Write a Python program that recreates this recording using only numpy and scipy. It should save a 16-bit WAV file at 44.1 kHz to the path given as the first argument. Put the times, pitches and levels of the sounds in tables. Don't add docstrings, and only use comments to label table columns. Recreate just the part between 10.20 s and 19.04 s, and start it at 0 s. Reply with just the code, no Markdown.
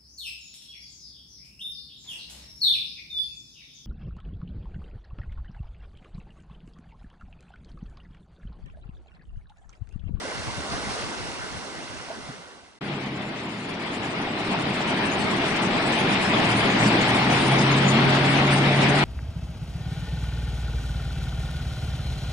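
import sys
import numpy as np
from scipy import signal
from scipy.fft import rfft, irfft, next_fast_len
from scipy.io import wavfile
from scipy.ndimage import uniform_filter1d, map_coordinates

SR = 44100
rng = np.random.default_rng(int(sys.argv[2]) if len(sys.argv) > 2 else 0)


def digitize_waveform(pressure):
    field = np.atleast_2d(pressure).T
    bounded = np.clip(field, -1, 1)
    quanta = np.round(bounded * 32767).astype(np.int16)
    wavfile.write(sys.argv[1], SR, quanta)


N = 389844
TIME_S = np.arange(N) / SR


def amp(db):
    return 10 ** (np.asarray(db) / 20)


def unit(x):
    return x / np.sqrt(np.mean(x ** 2) + 1e-20)


def along(points, hz):
    freqs, values = np.transpose(points)
    return np.interp(np.log(hz + 1), np.log(freqs + 1), values)


def curves(rows):
    times, *columns = np.transpose(rows)
    return [np.interp(TIME_S, times, column) for column in columns]


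def wobble(rate):
    return map_coordinates(rng.standard_normal(int(N * rate / SR) + 4), [TIME_S * rate])


def bump(crest_s, length_s):
    return np.cos(np.pi * np.clip((TIME_S - crest_s) / length_s, -.5, .5)) ** 2


def swells(rows):
    return sum(db * bump(crest_s, length_s) for crest_s, length_s, db in rows)


def filtered(x, response):
    size = next_fast_len(N + SR // 2)
    return irfft(rfft(x, size) * response(np.fft.rfftfreq(size, 1 / SR)), size)[..., :N]


def patchy(depth_db, flutter_db):
    spectra = signal.stft(rng.standard_normal((2, N)), nperseg=512)[2]
    patches = uniform_filter1d(rng.standard_normal(spectra.shape), size=4, axis=1)
    both, own = unit(uniform_filter1d(patches, size=8, axis=2))
    gains = amp([depth_db * both, depth_db * both + flutter_db * own])
    return np.array([unit(x) for x in signal.istft(spectra * gains, nperseg=512)[1][:, :N]])


def placed(pair, spectrum, width, side, lead):
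    def colour(hz):
        angle = np.arctan(amp(along(width, hz)))
        return amp(along(spectrum, hz)) * [np.cos(angle), np.sin(angle)]
    common, apart = filtered(pair, colour)
    half = np.array([[.5], [-.5]])
    pan = lambda hz: amp(half * along(side, hz)) * np.exp(-1j * half * along(lead, hz))
    return unit(filtered(np.array([common + apart, common - apart]), pan))


def bubble(t, hz, cycles, rise):
    age = t * hz / cycles
    phase = 2 * np.pi * hz * t * (1 + rise * np.minimum(age, 4) / 2)
    return np.sin(phase) * np.exp(-age) * (1 - np.exp(-5 * age))


def bubbles(count, pitch_hz, spread, cycles, scatter_db):
    start, size, pan = rng.random((count, 3)).T[:, :, None]
    hz = np.clip(pitch_hz * np.exp(spread * rng.standard_normal((count, 1))), 200, 9500)
    n = np.arange(700)
    strength = amp(-scatter_db * np.log(size + 0.031))
    rings = bubble(n / SR, hz, cycles, rise=0.093) * (1 - n / len(n)) * strength
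    index = ((start * N).astype(int) + n).ravel()
    sides = np.sqrt(1 - pan), np.sqrt(pan)
    return unit(np.array([np.bincount(index, (rings * gain).ravel(), N)[:N] for gain in sides]))


def knocks(rows, rise, rough):
    out, t = np.zeros(N + SR), np.arange(SR // 4) / SR
    flutter = wobble(180)
    for start_s, hz, db, ring_s in rows:
        start = round(start_s * SR)
        ragged = 1 + rough * flutter[start:][:len(t)]
        out[start:][:len(t)] += amp(db) * bubble(t, hz, hz * ring_s, rise) * ragged
    return out[:N]


def engine(hz, db, orders, waver, shake_db):
    phase = 2 * np.pi * np.cumsum(hz * (1 + waver * wobble(25))) / SR
    return np.sqrt(2) * sum(amp(db + order_db + shake_db * wobble(18)) * np.sin(multiple * phase)
                            for multiple, order_db in orders)


FORD_WIDTH = [(80, -3), (400, -6), (1000, 0), (1550, -10.5), (2600, -7.5), (5500, -2), (8000, -4.5)]  # freq_hz, unrelated_over_shared_db
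FORD_BALANCE = [(100, 2.5), (330, 0), (700, -3.5), (1800, -1), (5500, -2.5), (9800, 0)]  # freq_hz, left_over_right_db
FORD_PHASE = [(90, 2.5), (330, 0.37), (900, 0.61), (1700, 2.08), (2100, 1.05), (3100, 2.27), (4200, 1.9),
              (5100, 3.1), (6000, 0.47), (7500, 1.2)]
def at_ford(pair, spectrum):
    return placed(pair, spectrum, FORD_WIDTH, FORD_BALANCE, FORD_PHASE)


# crest_s, length_s, pitch_hz, level_db
SLOSHES = [(0.083, 0.18, 480, -41), (0.597, .24, 390, -45), (0.687, .12, 211, -39.5), (.75, 0.2, 440, -41),
           (0.917, .2, 280, -40.5), (1.59, .13, 280, -43.5), (1.907, 0.049, 660, -38),
           (1.988, 0.075, 270, -43), (2.1, .04, 190, -41)]
def sloshes(width_octaves=0.39, gurgle_db=1.5):
    out = np.zeros((2, N))
    for crest_s, length_s, pitch_hz, db in SLOSHES:
        hollow = lambda hz: np.exp(-.5 * (np.log2((hz + 1) / pitch_hz) / width_octaves) ** 2)
        common, apart = unit(filtered(rng.standard_normal((2, N)), hollow))
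        gurgle = amp(db - gurgle_db * np.tanh(wobble(54.7)))
        out += bump(crest_s, length_s) * gurgle * np.array([common + .4 * apart, common - .4 * apart])
    return out


# start_s, pitch_hz, level_db, ring_s
AIR_POCKETS = [(.038, 260, -27, 0.0069), (.05, 540, -31, .018), (.085, 426, -34, .018),
               (.106, 590, -32, 0.013), (.295, 195, -36, 0.0071), (.376, 170, -26.5, 0.012),
               (.398, 254, -32, 0.011), (.518, 174, -22, 0.0094), (.528, 270, -30, 0.0079),
               (.53, 670, -30, 0.013), (.571, 149, -34, .008), (.578, 270, -26, 0.0077),
               (.672, 153, -22, 0.0068), (.676, 270, -31, 0.009), (.716, 115, -28, .009),
               (.785, 468, -31, 0.01), (.89, 297, -34, 0.012), (1.083, 215, -33, .009),
               (1.325, 265, -33, 0.0088), (1.352, 205, -34, .01), (1.575, 285, -36, .018),
               (1.733, 271, -31, .006), (1.812, 135, -37, .01), (1.898, 648, -28, 0.015),
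               (1.981, 320, -35, 0.011), (2.022, 150, -35, 0.011), (2.088, 124, -32, .012),
               (2.094, 243, -37, .009), (2.18, 163, -41, 0.024), (2.258, 300, -43, .009)]
def gulps(reverb_s=0.2):
    rings = knocks(AIR_POCKETS, rise=0.027, rough=0.16)
    t = np.arange(SR // 4) / SR
    banks = rng.standard_normal((2, len(t))) * amp(-60 * t / reverb_s)
    echo = signal.fftconvolve(rings[None], banks / np.linalg.norm(banks[0]), axes=1)[:, :N]
    return rings + amp(-13) * echo


SLAPS = [(.145, -43), (.525, -33), (.705, -32.5), (.745, -41), (.805, -38), (1.37, -41)]
SLAP_SPECTRUM = [(300, -16), (700, 4), (1100, 3), (1550, 1), (2100, -5), (3000, -10), (4300, -2),
                 (5900, -4), (7000, -17), (9800, -11)]
def slaps(attack_s=0.018, decay_s=0.053):
    burst = sum(amp(db) * np.exp(-np.maximum((peak_s - TIME_S) / attack_s, (TIME_S - peak_s) / decay_s))
                for peak_s, db in SLAPS)
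    sheet = at_ford(patchy(1, flutter_db=1), SLAP_SPECTRUM)
    droplets = bubbles(count=7000, pitch_hz=2600, spread=0.48, cycles=1.7, scatter_db=4)
    return burst * (sheet + amp(-11) * droplets)


# crest_s, length_s, swell_db
HEAVES = [(.175, 0.13, 10), (.295, .17, 13.5), (.39, 0.11, 15), (.55, 0.25, 11.5), (.69, 0.14, 14.5),
          (.84, 0.13, 10), (1.06, 0.26, 11), (1.22, 0.11, 11), (1.35, .2, 9), (1.6, .22, 5),
          (1.77, 0.24, 11), (2.04, .24, 5)]
# freq_hz, density_db
CHURN_SPECTRUM = [(20, -28), (45, -6.5), (75, 0), (130, -3.5), (220, -15), (400, -27), (900, -60)]
WASH_SPECTRUM = [(95, -26), (195, 0), (270, -1.5), (480, -3), (660, -2.5), (1000, -2.5), (1250, -6.5),
                 (1520, -0.5), (1750, -7), (2050, -4), (2400, -12.5), (2800, -6.5), (3500, -22),
                 (7000, -62)]
SPRAY_SPECTRUM = [(1200, -36), (2500, -19), (3200, 1), (4300, 1.5), (4900, 0.5), (5700, 1), (6800, -5.5),
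                  (8500, -7), (9800, -6)]
def bow_wave(break_s=0.7, build_db_per_s=2, ebb_db_per_s=5, fade_s=2.097, fade_db_per_s=25.5):
    since_s = TIME_S - break_s
    heave_db = swells(HEAVES)
    flow_db = build_db_per_s * np.minimum(since_s, 0) - ebb_db_per_s * np.maximum(since_s, 0)
    flow_db += 0.027 * heave_db
    wave_db = -37 + flow_db - fade_db_per_s * np.maximum(TIME_S - fade_s, 0)
    spray_db = wave_db + 0.042 * flow_db
    churn_db = wave_db - 11 + heave_db + 1.5 * np.tanh(wobble(24))
    churn = amp(churn_db) * at_ford(patchy(0.99, flutter_db=-3), CHURN_SPECTRUM)
    wash = amp(wave_db + 3) * at_ford(patchy(1.7, flutter_db=0.5), WASH_SPECTRUM)
    froth = amp(wave_db - 5) * bubbles(count=3000, pitch_hz=858, spread=0.614, cycles=5.8, scatter_db=2)
    spray = amp(spray_db - 0.7) * at_ford(patchy(0.7, flutter_db=0.8), SPRAY_SPECTRUM)
    drops = bubbles(count=7000, pitch_hz=4150, spread=0.36, cycles=1.2, scatter_db=5)
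    return churn + wash + froth + spray + amp(spray_db - 10) * drops


BEACH_WIDTH = [(30, -6), (60, -15.5), (110, -25), (190, -17.5), (300, -17.5), (520, -3), (750, -9),
               (1200, -1), (1700, -1.5), (2200, -7), (3000, -0.5), (6000, 1), (8000, -3)]
BEACH_BALANCE = [(250, 0.1), (1000, 1), (2200, 3), (4500, 5.5), (8000, -0.5)]  # freq_hz, left_over_right_db
BEACH_PHASE = [(200, -0.23), (500, 0.25), (1000, 0.28), (1400, .5), (1750, 2), (2200, 1.52), (2600, 2.5),
               (3200, 3.5), (5000, 3), (6500, -1)]
def on_beach(pair, spectrum):
    return placed(pair, spectrum, BEACH_WIDTH, BEACH_BALANCE, BEACH_PHASE)


# time_s, level_db
APPROACH = [(2.65, -37), (2.72, -37), (3.28, -38), (3.8, -34), (4.64, -29.5), (6.62, -24), (8.8, -24)]
def approach():
    water_db, = curves(APPROACH)
    return water_db, water_db - water_db.max()


GUSTS = [(2.7, 0.11, 2.5), (2.88, 0.05, 7), (4.35, 0.5, 1.5), (6.66, 0.14, 1.5), (7.61, .2, 1)]
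ROAR_SPECTRUM = [(20, -16.5), (45, -23), (80, -12), (120, -5), (160, -2), (200, 0), (260, -1), (320, -3),
                 (400, -5.5), (520, -10), (900, -19), (2500, -60.5)]
def wind_roar(near_db):
    level_db = -24 + 0.84 * near_db + swells(GUSTS) + 0.63 * wobble(18)
    return amp(level_db) * on_beach(patchy(0.42, flutter_db=5), ROAR_SPECTRUM)


# freq_hz, density_db
SURF_SPECTRUM = [(150, -20.5), (400, -4), (520, -8), (620, 0.5), (850, 0.5), (1150, -2.5), (1550, -5.5),
                 (2150, -2), (2800, -5), (3700, -9), (5000, -16.5), (6200, -28), (8000, -67)]
HISS_SPECTRUM = [(3000, -19), (5000, 3), (6200, 1), (7200, 1), (9900, -1)]
def surf(water_db, near_db):
    rush = on_beach(patchy(1.3, flutter_db=1.7), SURF_SPECTRUM)
    rush *= amp(water_db + 1.77 + 0.83 * wobble(20))
    droplets = bubbles(count=6500, pitch_hz=1750, spread=0.35, cycles=8, scatter_db=2.3)
    splash = amp(water_db - 8) * droplets * amp([[1.2], [-1.2]])
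    hiss_grain = patchy(5, flutter_db=2) * amp(4.5 * np.tanh(2 * wobble(40)))
    hiss = amp(water_db - 12 + 0.18 * near_db) * on_beach(hiss_grain, HISS_SPECTRUM)
    return rush + splash + hiss


# start_s, pitch_hz, level_db, ring_s
THUMPS = [(5.471, 183, -8, 0.0065), (6.655, 205, -10, .025), (6.742, 325, -10, 0.0099)]
def thumps(low_cut_hz=105):
    low_cut = signal.butter(2, low_cut_hz, 'highpass', fs=SR, output='sos')
    return signal.sosfilt(low_cut, knocks(THUMPS, rise=0.016, rough=0.22))


# crest_s, length_s, crest_pitch_hz, level_db
HUMS = [(7.641, .12, 186, -21.5), (7.765, 0.23, 224, -20.5), (8.093, .22, 270, -30)]
def rising_hums(glide_hz_per_s=300):
    out = np.zeros(N)
    for crest_s, length_s, crest_hz, db in HUMS:
        pitch_hz = crest_hz + glide_hz_per_s * (TIME_S - crest_s)
        out += bump(crest_s, length_s) * engine(pitch_hz, db, [(1, 0)], waver=0.00697, shake_db=-1.3)
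    return out


DRONE = [(2.61, 202.2, -27.5, -12), (6.2, 198, -34, -9), (7.2, 197.6, -34.5, -9), (8.1, 197.3, -34, -4.5),
         (8.84, 196.6, -31.5, 0)]
WHINE_ORDERS = [(2, -14), (3, -3), (4, -7)]
def steady_engine(near_db):
    pitch_hz, close_db, whine_db = curves(DRONE)
    hum = engine(pitch_hz, near_db + close_db, [(0.99, -2.5)], waver=0.0073, shake_db=-1)
    whine = engine(pitch_hz, near_db + close_db + whine_db, WHINE_ORDERS, waver=0.0042, shake_db=4)
    return hum + whine


REVS = [(2.61, 148.6), (3.2, 122.4), (3.9, 96.7), (5.6, 101), (6.4, 117), (6.8, 118.8), (7.3, 135.2),
        (7.95, 135.8), (8.1, 138.8), (8.65, 139.7), (8.84, 144.1)]
PUSHES = [(6.34, 0.42, 7.5), (6.66, 0.34, 6.5), (7.12, 0.27, -1.5)]
EXHAUST_ORDERS = [(.5, -30), (1, -2), (1.5, -26.5), (2, -16.5), (3, -25)]
def pickup(near_db, full_load_hz=136.2, ease_db_per_hz=0.7):
    firing_hz, = curves(REVS)
    load_db = -21.5 - ease_db_per_hz * np.maximum(full_load_hz - firing_hz, 0) + swells(PUSHES)
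    return engine(firing_hz, near_db + load_db, EXHAUST_ORDERS, waver=0.00898, shake_db=0.9)


def scene(ford_end_s=2.59, beach_start_s=2.608, engine_lead_s=0.000056):
    ford = bow_wave() + gulps() + slaps() + sloshes()
    water_db, near_db = approach()
    beach = wind_roar(near_db) + surf(water_db, near_db) + thumps()
    right_first = lambda hz: np.exp(-1j * np.pi * hz * engine_lead_s * np.array([[1], [-1]]))
    engines = filtered(pickup(near_db) + steady_engine(near_db), right_first)
    leave = np.clip((ford_end_s - TIME_S) / .003, 0, 1)
    enter = np.clip((TIME_S - beach_start_s) / .007, 0, 1)
    return leave * ford + enter * (beach + engines + rising_hums())


def record(dry, top_hz=10050):
    return filtered(dry, lambda hz: np.clip((top_hz - hz) / 200 + .5, 0, 1))


dry = scene()
out = record(dry)
digitize_waveform(out)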